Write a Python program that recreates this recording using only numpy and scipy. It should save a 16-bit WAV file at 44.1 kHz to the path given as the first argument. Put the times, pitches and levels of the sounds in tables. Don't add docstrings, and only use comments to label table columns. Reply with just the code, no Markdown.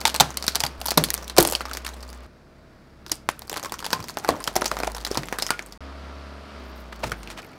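import sys
import numpy as np
from scipy import signal
from scipy.fft import rfft, irfft, next_fast_len
from scipy.io import wavfile
from scipy.ndimage import uniform_filter1d

SR = 44100
rng = np.random.default_rng(int(sys.argv[2]) if len(sys.argv) > 2 else 0)


def volts_from_decibels(level):
    exponent = np.asarray(level, float) / 20
    return 10 ** exponent


def dump(signal):
    limited = np.clip(np.atleast_2d(signal).T, -1, 1)
    pcm = np.round(limited * 32767).astype(np.int16)
    wavfile.write(sys.argv[1], SR, pcm)


N = 334273
T = np.arange(N) / SR
# (time [s], firing rate [Hz], roar level [dB])
FIRING = [
    [(0, 65.12, -44), (.78998, 66.58, -46)],
    [(.79, 63.93, -45), (1.2, 60.5, -46), (2.0, 62.8, -48), (2.265, 61.37, -49)],
    [(2.268, 35.94, -55), (3.85, 31.08, -53), (4.25, 45.24, -47.5), (4.9, 55, -47), (5.5, 48.22, -49.5),
     (5.776, 48.86, -51)],
    [(5.806, 69.22, -43), (6.4, 70.5, -43), (6.51, 72.25, -43), (6.66, 65.47, -43.5), (6.9, 60.5, -46),
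     (7.1, 55.47, -44), (7.58, 43, -48)],
]


def unit(x):
    return x / np.sqrt(np.mean(x ** 2) + 1e-20)


def takes(tables):
    s, *cols = np.concatenate(tables).T
    gate = sum((T >= rows[0][0]) & (T <= rows[-1][0]) for rows in tables)
    return [np.interp(T, s, c) for c in cols] + [gate]


def ring(f, hz, width):
    return 1j * f * width / (hz * hz - f * f + 1j * f * width)


def filtered(x, response):
    m = next_fast_len(x.shape[-1] + 1024)
    return irfft(rfft(x, m) * response(np.fft.rfftfreq(m, 1 / SR)), m)[..., :x.shape[-1]]


def wobble(rate, shape=(1, N)):
    knots = rng.standard_normal((shape[0], int(shape[1] * rate / SR) + 4))
    part, whole = np.modf(np.arange(shape[1]) * rate / SR)
    whole = whole.astype(int)
    return knots[:, whole] * (1 - part) + knots[:, whole + 1] * part


def place(seconds, rows):
    at = np.round(seconds * SR).astype(int)[:, None] + np.arange(rows.shape[1])
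    return np.bincount(at.ravel(), rows.ravel(), N + SR)[:N]


def bursts(db, response, room, tear, tail_db, t60, lumpy_db, tail_lumps=0.22, release=0):
    t = np.arange(SR // 8) / SR
    head_n = SR // 25
    white = rng.standard_normal((len(db), len(t)))
    lumps_db = lumpy_db * wobble(600, (len(db), len(t)))
    noise = white * volts_from_decibels(lumps_db)
    near = volts_from_decibels(-60 * t / (t60 * (tear / 0.0016) ** 0.042))
    fade = near + 0.17 * volts_from_decibels(-60 * t / (5.6 * t60))
    tearing = (noise * np.exp(-(t / tear) ** 1.5) * np.tanh(6 * t / tear))[:, :head_n]
    jolt = np.exp(-((t[:head_n] - .0005 - .3 * tear) / 0.000097) ** 2)
    tearing += release * np.sqrt(SR * tear) / 9 * jolt
    head = filtered(tearing, response)
    onset = 1 - np.exp(-t / 0.00076)
    echoes = filtered(white * volts_from_decibels(tail_lumps * lumps_db) * fade * onset, room)
    size = lambda rows: np.sqrt(np.sum(rows ** 2, axis=1, keepdims=True))
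    rows = volts_from_decibels(tail_db) * echoes / size(echoes)
    rows[:, :head_n] += head / size(head)
    return rows * volts_from_decibels(db)[:, None] * np.sqrt(SR * tear + 30)


def engine():
    # (multiple of firing rate [1], level [dB])
    orders = [(2, -17), (3, -10), (4, -6), (5, -26.5), (3.5, -19.5), (8, -13), (8.5, -14), (9, -13)]
    # (frequency [Hz], density [dB per Hz])
    roar_spectrum = [(53, -20.5), (100, -21), (125, -11), (210, -3), (620, -13), (1270, -9.5), (5300, -23),
                     (16000, -69.5)]
    # (firing rate [Hz], hum level [dB])
    cavity = [(34, -60), (44, -65), (49, -49.5), (55, -39.5), (60, -44.5), (65, -40), (70, -41.5),
              (72.3, -51)]
    nearness_db = [-2.5, 0.5, 0.5, 0.5]
    hz, roar_db, gate = takes(FIRING)
    take = np.searchsorted([rows[0][0] for rows in FIRING[1:]], T)
    hum_db = np.interp(hz, *np.transpose(cavity)) + np.array(nearness_db)[take]
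    turn = 2 * np.pi * np.cumsum(hz * (1 + .003 * wobble(14)[0])) / SR + np.pi * (T > FIRING[1][0][0])
    hum = volts_from_decibels(hum_db + 1.2 * wobble(5.4)[0]) * np.sqrt(2) * np.sin(turn)

    below = 56 - hz
    lift_db = {2: 0.75 * np.abs(below - 0.77 * np.clip(below, None, 0)),
               5: 0.46 * np.clip(50 - hz, 0, None)}
    tones = 0
    for k, db in orders:
        drift_db = 2.5 * wobble(4.7)[0]
        tones = tones + volts_from_decibels(db + drift_db + lift_db.get(k, 0)) * np.sin(k * turn + k * k)

    cycle = np.linspace(0, 2 * np.pi, 4096)
    shape = sum(volts_from_decibels(3 * rng.standard_normal()) * np.sin(k * cycle + k * k) for k in range(5, 40))
    lines = .25 * unit(np.interp(turn / 2 % (2 * np.pi), cycle, shape))
    pulsing = volts_from_decibels(0.96 * np.sin(turn) + 0.78 * wobble(18)[0])
    noise = rng.standard_normal(N) * pulsing + lines
    f0, level = np.transpose(roar_spectrum)
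    body = lambda f: 1 + 1.4 * ring(f, 638, 50) + 0.26 * ring(f, 1400, 200) + 0.47 * ring(f, 4600, 600)
    tilt = lambda f: volts_from_decibels(np.interp(np.log(f + 1), np.log(f0), level, left=-60))
    roar = unit(filtered(noise, lambda f: body(f) * tilt(f)))

    slow = 59 - hz
    rumble = unit(filtered(rng.standard_normal(N), lambda f: ring(f, 98, 140)))
    bright = filtered(roar, lambda f: ring(f, 3050, 1600) + ring(f, 15000, 9000))
    roar = roar - np.clip(slow / 45, 0, .8) * bright
    hiss = unit(filtered(rng.standard_normal(N), lambda f: ring(f, 8000, 9070) ** 3))
    flow = roar + volts_from_decibels(-11.5 + 0.44 * slow) * rumble + volts_from_decibels(-31.5 - 0.5 * slow) * hiss
    return gate * (hum + volts_from_decibels(roar_db) * (tones + flow))


def grit():
    # (time [s], level [dB])
    grinding = [
        [(0, -45.5), (.6, -57), (1.2, -49), (2.265, -54.5)],
        [(3.04, -84.5), (3.4, -63), (3.6, -53.5), (4.7, -44.5), (5.4, -45), (5.776, -57)],
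        [(6.55, -62), (6.9, -58), (7.1, -42.5), (7.3, -59), (7.58, -58)],
    ]
    level_db, gate = takes(grinding)
    chance = 260 * volts_from_decibels(5 * wobble(25)[0]) / SR
    impacts = (rng.random(N) < chance) * volts_from_decibels(1.5 * rng.exponential(1, N))
    t = np.arange(SR // 30) / SR
    smear = volts_from_decibels(-60 * t / 0.0074) + 0.11 * volts_from_decibels(-60 * t / 0.023)
    shape = signal.fftconvolve(impacts, smear)[:N]
    colour = lambda f: ring(f, 4600, 2800) + 11.0 * ring(f, 550, 700) + 0.04 * ring(f, 11000, 7000)
    return gate * volts_from_decibels(level_db) * unit(filtered(shape * rng.standard_normal(N), colour))


def ticks():
    # (time [s], level [dB], grain mode [Hz])
    grains = [(0.0052, -28, 5080), (0.5209, -31, 4280), (0.5977, -28, 6570), (0.8029, -37.5, 9280),
              (0.8832, -17, 4480), (0.9408, -31, 5420), (1.1356, -25, 12550), (1.1652, -34, 3615),
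              (1.2437, -33, 5780), (1.466, -27.5, 5060), (1.5072, -35, 5840), (1.5318, -27, 8990),
              (1.696, -36, 3420), (1.9357, -38, 4040), (2.0058, -39, 5090), (2.0277, -33.5, 4460),
              (2.078, -44, 7240), (2.0901, -36, 4720), (2.147, -44.5, 7720), (3.0814, -38, 5020),
              (3.428, -46.5, 12790), (3.4727, -42, 8250), (3.5533, -46, 2090), (3.7556, -43.5, 4870),
              (3.7868, -35, 4390), (3.925, -29.5, 5580), (4.0749, -39, 4550), (4.1409, -40, 5320),
              (4.1472, -49, 6550), (4.3662, -42, 2000), (4.4236, -43, 10640), (4.428, -36, 5020),
              (4.5294, -41.5, 4820), (4.6792, -22.5, 6240), (4.406, -26, 1086), (5.012, -33, 4490),
              (5.1102, -34, 4560), (5.142, -34, 3600), (5.4184, -34, 5340), (5.4906, -26.5, 1950),
              (5.5374, -30, 2300), (5.5867, -42, 2500), (5.6619, -38.5, 8470), (6.6013, -50.5, 2100),
              (1.4689, -28.5, 10380), (1.4801, -30, 8200), (6.954, -46.5, 3010), (6.9602, -40, 4480),
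              (7.0737, -41, 5230), (7.0943, -39, 3490), (7.3717, -39, 2300), (7.4194, -41, 4690),
              (7.4287, -38.5, 2390), (7.441, -43, 2180), (7.4467, -38, 2150), (1.5237, -18.5, 11540),
              (4.2822, -21.5, 1150), (7.5318, -42, 2330), (5.2559, -37, 7210), (5.484, -29.5, 4970)]
    s, db, hz = np.transpose(grains)
    hz = hz[:, None]
    width = 0.083 * hz * np.maximum(hz / 5000, 1) ** 2
    click = 0.14 * np.minimum(hz / 5000, 1) ** 2
    grain = lambda f: ring(f, hz, width) + click * ring(f, 5000, 12000) ** 2
    tear = np.full((len(s), 1), .0007)
    rows = bursts(db - 5.0, grain, grain, tear, tail_db=-0.5, t60=0.039, lumpy_db=5.0, tail_lumps=.4)
    return place(s, rows)


def breaks():
    # (time [s], level [dB], shard mode [Hz], tear [ms])
    cracks = [(0.0533, -5.5, 3630, 2.4), (0.0707, -19, 4520.0, 8.7), (0.0937, -20, 3050, 0.8),
              (0.099, -18.5, 2960.0, 0.78), (0.1992, -6.5, 3684, 5.3), (0.4253, -18.5, 4310, 0.99),
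              (0.4799, -8, 4200, 2.3), (0.6641, -19.5, 4650, 4), (1.2975, -24.5, 3826, 4.2),
              (1.5512, -10, 4440, 1.1), (1.6578, -29, 5400, 0.45), (3.791, -26.5, 2960, 2.1),
              (3.8539, -22, 4500, 1.4), (4.0904, -25, 4360, 0.76), (4.6605, -11, 4760, 0.55),
              (5.049, -18.5, 4020, 3.5), (5.1143, -20.5, 5400, 1.2), (5.3885, -21, 8400, 1.2),
              (5.399, -22, 4040, 0.54), (5.423, -14, 5060, 3.9), (5.4655, -15.5, 5220, 0.79),
              (5.7233, -33.5, 4540, 3.9)]
    # (time [s], level [dB], shard mode [Hz], tear [ms])
    brittle_cracks = [(0.1614, -21, 4260, 1.9), (0.3714, -21, 4430, 3.3), (0.4664, -24, 4670.0, 0.57),
                      (0.555, -16, 4460.0, 2.1), (0.604, -17, 4900, 1.6), (0.871, -22.5, 4700, 0.59),
                      (0.9066, -15.5, 4700, 0.5), (0.9107, -24, 4330, 2.8), (1.0392, -11, 4300, 0.69),
                      (1.2794, -29.5, 3830, 0.59), (1.7337, -26, 4670, 0.68), (1.737, -33, 4670, 2.6),
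                      (3.1171, -18.5, 4830, 3.7), (3.4963, -26.5, 5570, 1.7), (4.0843, -31, 2210.0, 0.67),
                      (4.105, -37, 6100, 1.3), (4.186, -32, 6100, 2.6), (4.441, -25, 5140, 0.89)]
    # (time [s], level [dB], shell mode [Hz], tear [ms])
    shatters = [(.857, -29, 920, 0.99), (0.8608, -23.5, 934, 1.3), (1.104, -19.5, 1900, 1),
                (1.141, -18, 1545, 0.43), (1.148, -29.5, 840, 1.1), (1.402, -19, 1005, 1.9),
                (1.406, -22.5, 557, 5.3), (1.427, -16, 717, 0.91), (1.474, -21.5, 1010, 2.5),
                (1.4995, -28, 590, 0.89), (1.5117, -27.5, 405, 1.2), (3.393, -38.5, 660, 1.7),
                (4.9186, -40, 880, 0.92)]
    # (time [s], level [dB], shell mode [Hz], tear [ms])
    splits = [(0.013, -27.5, 820, 3.5), (0.062, -21, 1240, 2), (0.1478, -25, 890, 6.2),
              (0.155, -25, 1170, 0.94), (0.2057, -6.5, 806, 5.5), (0.558, -27, 770, 8.7),
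              (0.6364, -17.5, 845, 5.26), (1.0867, -27.5, 517, 1.4), (1.3747, -17, 830, 1.8),
              (1.5358, -28, 1200, 2), (1.6182, -33, 790, 0.5), (1.8781, -33, 1153, 2.7),
              (3.4979, -28.5, 815, 1.1), (3.5772, -26.5, 870, 1.2), (3.636, -28.5, 547, 1.9),
              (3.8436, -30, 972, 9.2), (3.9299, -15.5, 968, 6), (4.096, -31, 1010, 3.6),
              (4.475, -18.5, 740, 4.4), (4.9477, -30.5, 975, 5.8), (5.0663, -21.5, 1112, 0.2),
              (5.1734, -12.5, 940, 0.59), (7.2318, -34, 1520, 1)]
    # (time [s], level [dB], shell mode [Hz], tear [ms])
    open_splits = [(0.0769, -22.5, 875, 5.2), (0.1432, -21.5, 674, 1.5), (0.4414, -22.5, 780, 0.15),
                   (0.5614, -23.5, 860, 2.3), (0.6066, -32.5, 870, 11), (0.8144, -28, 690, 2.8),
                   (0.975, -12.5, 627, 10), (1.3656, -27, 641, 4.7), (1.4504, -16.5, 559, 2),
                   (1.4877, -23, 404, 0.93), (1.771, -26, 1534, 2.66), (1.8465, -36, 1297, 17),
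                   (1.8653, -25.5, 1770, 1.9), (3.571, -26.5, 1030, 1.9), (3.6561, -36.5, 970, 14),
                   (3.864, -24, 890, 1.8), (4.5649, -17, 730, 1.9), (4.657, -19.5, 840, 0.84)]
    # (time [s], level [dB], shell mode [Hz], tear [ms])
    pops = [(.6499, -24, 815, 3.1), (0.8839, -28, 846, 15), (0.9176, -18, 870, 1.9),
            (1.3814, -5.5, 454, 11), (1.5236, -16, 532, 0.5), (3.2896, -13.5, 1530, 0.3),
            (3.2890, -25.5, 730, 0.32), (3.529, -22.5, 790, 1.06), (3.6472, -23.5, 1070, 1.4),
            (3.7213, -22, 1030, 2.1), (4.5547, -24, 740, 8.2), (4.5627, -16.5, 673, 2.4),
            (4.7883, -28, 674, 3.1), (4.965, -33.5, 940, 9.3), (5.3859, -20, 1300, 1.8),
            (5.5053, -9.5, 1280, 1)]
    # (time [s], level [dB], shell mode [Hz], tear [ms])
    knocks = [(1.6073, -20.5, 1370, 0.86), (1.6542, -22, 1170, 0.4), (1.713, -26, 1300, 1.9),
              (3.5642, -20.5, 1130, 0.29), (3.826, -27, 1010, 0.87), (4.171, -18, 820, 1.2),
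              (4.247, -21, 766, 1.9), (4.2892, -9.5, 617, 2.3), (4.6183, -19.5, 640, 5.8),
              (4.7144, -17.5, 640, 2.5), (4.7684, -20, 980, 1.05), (4.8015, -20.5, 790, 2.1),
              (4.833, -19, 870, 2.3), (4.8715, -24.5, 634, 10.8), (5.1534, -24.5, 990, 2.4),
              (5.2334, -25.5, 2000, 0.89), (5.3261, -14.5, 1130, 0.14), (5.5925, -24.5, 1560, 2.4),
              (7.1181, -22, 1480, 3.6), (7.2742, -32.5, 2600, 1.7)]
    # (time [s], level [dB], shard mode [Hz])
    chips_out = [(0.3052, -28, 6050), (0.343, -36, 5810), (0.408, -37, 4170), (0.5493, -22, 4390),
                 (0.8444, -37, 10100), (1.1777, -25.5, 5920), (1.2264, -34.5, 2000), (1.4185, -20, 8480),
                 (1.5339, -22.5, 4960), (1.598, -34.5, 5300), (1.6133, -29, 4480), (1.684, -36, 4370),
                 (1.6953, -33, 3400), (1.75, -27, 4670), (1.863, -31, 3800), (1.89, -29.5, 6520),
                 (1.94, -39.5, 8150), (2.031, -34, 4870), (2.102, -36.5, 10600), (2.1293, -35.5, 4780)]
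    # (time [s], level [dB], shard mode [Hz])
    chips_back = [(3.0642, -32, 4940), (3.0964, -31.5, 4100), (3.4198, -31, 2050), (3.479, -38, 4520),
                  (3.516, -28.5, 7240), (3.5416, -27.5, 2810), (3.56, -30, 4310), (3.5967, -30, 4440),
                  (3.629, -26.5, 6270), (3.6961, -34, 3450), (3.7408, -26, 5890), (3.8036, -30.5, 4610),
                  (3.905, -24.5, 4500), (3.9135, -32, 7800), (4.0033, -29.5, 2840), (4.0266, -33, 4720),
                  (4.0416, -28, 5020)]
    # (time [s], level [dB], shard mode [Hz])
    chips_pile = [(4.1982, -35, 4480), (4.2768, -29, 4520), (4.2838, -31, 12190), (4.3052, -26, 3270),
                  (4.3643, -37, 2000), (4.4035, -33, 9110), (4.4695, -38, 6850), (4.5391, -41, 10470),
                  (4.6116, -25.5, 10260), (4.644, -22, 2020), (4.8463, -26, 2110), (4.982, -30.5, 3950),
                  (5.0041, -34.5, 4700), (5.0732, -25.5, 7140), (5.1467, -24.5, 3340),
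                  (5.274, -38.5, 12500), (5.2855, -27.5, 2225), (5.6241, -34, 6550), (5.6622, -39.5, 8530),
                  (7.3025, -31, 3900), (7.3109, -37, 5580)]
    # (crack [dB], shell [dB], fizz [dB])
    kind_levels = [
        (-3.5, -13, -12.5),
        (0.2, -11.5, -1),
        (-4.5, -5, 5.5),
        (-2, -3, -10),
        (-1, -2, -4),
        (-6, -2.34, -6.5),
        (-9, 0.1, -16),
        (-1.5, -2.5, -9),
    ]
    chip_tear_ms = 0.71
    chips = [(s, db, hz, chip_tear_ms) for s, db, hz in chips_out + chips_back + chips_pile]
    kinds = [cracks, brittle_cracks, shatters, splits, open_splits, pops, knocks, chips]
    thin_walled = [True, True, False, False, False, False, False, True]
    rows = []
    for kind, levels, thin in zip(kinds, kind_levels, thin_walled):
        rows += [(*row, *levels, thin) for row in kind]
    return np.array(rows).T


def snaps():
    s, db, hz, tear_ms, crack_db, shell_db, fizz_db, thin = breaks()
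    thin = thin.astype(bool)
    shell_hz = np.where(thin, 1000 + 200 * rng.standard_normal(len(s)), hz)[:, None]
    tear = np.clip(tear_ms[:, None], .3, 12) / 1000
    shards = 2400 * volts_from_decibels(8.5 * rng.random((len(s), 3)))
    shards[thin, :2] = hz[thin, None]

    main_hz = np.where(thin, hz, 4600)[:, None]
    shard_gain = np.where(thin, 1, .55)[:, None]
    shard_modes = lambda f: shard_gain * sum(ring(f, shards[:, [k]], 498) for k in range(3))
    modes = lambda f: 0.5 * ring(f, main_hz, 1300) + shard_modes(f)
    crack = lambda f: modes(f) * ring(f, 3500, 11000) ** 2 * (1 - 0.42 * ring(f, 2600, 900))
    scattered = lambda f: crack(f) + 1.2 * ring(f, 3200, 6000) ** 2

    fizz = lambda f: ring(f, 7900, 14000) ** 2 * (0.77 + ring(f, 2 * shards[:, [2]] + 3500, 1400))
    fizz_room = lambda f: fizz(f) * ring(f, 6000, 9000)

    over = shell_hz * rng.uniform(1.25, 1.8, (len(s), 1))
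    dull = lambda f: 1 / (1 + 1j * f / 2300) ** 2
    first = lambda f: ring(f, shell_hz, (0.34 + .0001 / tear) * shell_hz) + 0.41 * ring(f, shell_hz, 60)
    upper = lambda f: 0.45 * ring(f, over, 350) + 0.22 * ring(f, 360, 1300) ** 2
    shell = lambda f: dull(f) * (first(f) + upper(f))
    hollow = lambda f: shell(f) + 0.41 * dull(f) * ring(f, 500, 1600) ** 2

    rows = bursts(db + crack_db - .5, crack, scattered, 0.39 * tear,
                  tail_db=-3.5, t60=0.054, lumpy_db=-1, tail_lumps=0.39)
    rows += bursts(db + fizz_db - .5, fizz, fizz_room, .5 * tear,
                   tail_db=-7.0, t60=0.02, lumpy_db=11.5, tail_lumps=0.81)
    rows += bursts(db + shell_db - 0.5, shell, hollow, 0.63 * tear,
                   tail_db=-3.5, t60=0.089, lumpy_db=11.0, tail_lumps=0.29, release=0.67)
    return place(s, rows)


def rings():
    # (time [s], level [dB], mode [Hz], t60 [s])
    loose_parts = [(.053, -16, 894, 0.04), (.076, -43, 960, 0.048), (0.469, -43, 920, 0.027),
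                   (0.857, -26, 954, .04), (.975, -18, 920, 0.044), (1.178, -39.5, 1000, 0.049),
                   (1.501, -32, 620, 0.046), (1.551, -13.5, 3100, 0.0088), (1.551, -37, 4800, 0.049),
                   (1.684, -28, 1270, 0.025), (3.069, -44, 345, .08), (3.116, -36, 315, 0.095),
                   (3.115, -24, 5600, 0.017), (3.2896, -9, 1800, 0.0057), (3.2899, -22.5, 614, 0.022),
                   (3.2895, -16, 1010, 0.011), (3.305, -45, 1590, 0.032), (3.518, -30, 406, 0.03),
                   (3.572, -44, 1090, 0.095), (3.634, -34, 3420, 0.022), (3.646, -30.5, 1106, .05),
                   (3.66, -31, 1094, .05), (3.695, -40, 3450, 0.027), (3.741, -27, 1054, 0.034),
                   (3.929, -27.5, 1047, 0.19), (3.93, -31, 4680, 0.083), (3.931, -32, 232, 0.058),
                   (4.2462, -19.5, 870, 0.028), (4.290, -16, 1080, 0.063), (4.292, -29, 576, 0.13),
                   (4.339, -29, 1120, 0.032), (4.349, -30, 990, .04), (4.365, -35, 581, 0.049),
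                   (4.563, -16.5, 750, 0.076), (4.7148, -12.5, 645, 0.021), (4.7155, -20, 690, 0.04),
                   (5.113, -31, 400, 0.048), (5.173, -41, 950, 0.054), (5.423, -29, 5090, .1),
                   (5.491, -28, 1330, 0.028), (5.505, -30, 1430, 0.23), (7.035, -24.5, 624, 0.049),
                   (7.037, -28, 867, 0.059), (7.118, -25.5, 2420, 0.014)]
    s, db, hz, t60 = np.transpose(loose_parts)[:, :, None]
    t = np.arange(SR // 5) / SR
    pair = np.sin(2 * np.pi * hz * t) + 0.12 * np.sin(2 * np.pi * 1.2 * hz * t)
    shake = volts_from_decibels(6.0 * wobble(150, (len(s), len(t))))
    onset = 1 - np.exp(-t / 0.00027)
    return place(s[:, 0], volts_from_decibels(db + 2 - 60 * t / t60) * pair * shake * onset)


def thuds():
    # (time [s], peak level [dB], boom [Hz])
    drops = [(0.206, -15, 147.5), (0.633, -23, 152.6), (.973, -8.5, 156.6), (1.39, -17.5, 38.04),
             (7.037, -20.5, 123), (1.381, -6, 331), (1.384, -13, 145), (3.929, -25.5, 152.3),
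             (3.991, -25, 82), (4.29, -15, 300), (4.298, -21.5, 104), (4.563, -20, 368),
             (5.171, -18.5, 170), (7.118, -28, 80)]
    s, db, hz = np.transpose(drops)
    hz = hz[:, None]
    boom = lambda f: ring(f, hz, 43) + 0.31 * ring(f, 1.7 * hz, 100)
    tear = np.full((len(s), 1), .006)
    return place(s, bursts(db - 15.0, boom, boom, tear, tail_db=9.5, t60=0.16, lumpy_db=3.5, release=1.6))


def peel():
    # (start [s], end [s])
    puffs = [
        (6.645, 6.72),
        (6.755, 6.83),
        (7.0, 7.03),
        (7.165, 7.215),
        (7.44, 7.47),
    ]
    gate = uniform_filter1d(sum(1. * (T > start) * (T < end) for start, end in puffs), size=300)
    hiss = unit(filtered(rng.standard_normal(N), lambda f: ring(f, 13000, 7000) ** 3))
    return volts_from_decibels(-69 + 6 * wobble(120)[0]) * gate * hiss


def rubber():
    # (length [ms], level [dB], top frequency [Hz])
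    drags = [
        (5.3, -35.5, 2700),
        (8.4, -25.5, 2700),
        (14, -37.5, 5000),
        (22.8, -41.5, 5100),
        (15.9, -36.5, 3050),
    ]
    drag_times = [6.93, 7.041, 7.07, 7.315, 7.388]
    squeak_start, squeak_end, squeak_db = 7.18, 7.275, -65
    thin = unit(filtered(rng.standard_normal(N), lambda f: ring(f, 9000, 120) ** 2))
    out = volts_from_decibels(squeak_db) * ((T > squeak_start) & (T < squeak_end)) * thin
    for s, (ms, db, top_hz) in zip(drag_times, drags):
        ragged = rng.standard_normal(N) * volts_from_decibels(3.6 * wobble(300)[0])
        rub = filtered(ragged, lambda f: ring(f, top_hz / 3, top_hz) ** 2)
        swell = np.exp(-((T - s) * 1000 / ms) ** 2)
        out += volts_from_decibels(db) * swell * unit(rub)
    return out


def scene():
    mix = engine() + grit() + ticks() + snaps() + rings() + thuds() + peel() + rubber()
    return (mix * takes(FIRING)[-1])[None]


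def roll_off(x):
    return signal.sosfilt(signal.butter(12, 16540, fs=SR, output="sos"), x)


def record(dry):
    flat = dry / (1 + np.abs(dry) ** 8) ** (1 / 8)
    flat = filtered(flat, lambda f: 1 / (1 + (f / 15900) ** 60))
    return roll_off(flat)


dry = scene()
out = record(dry)
dump(out)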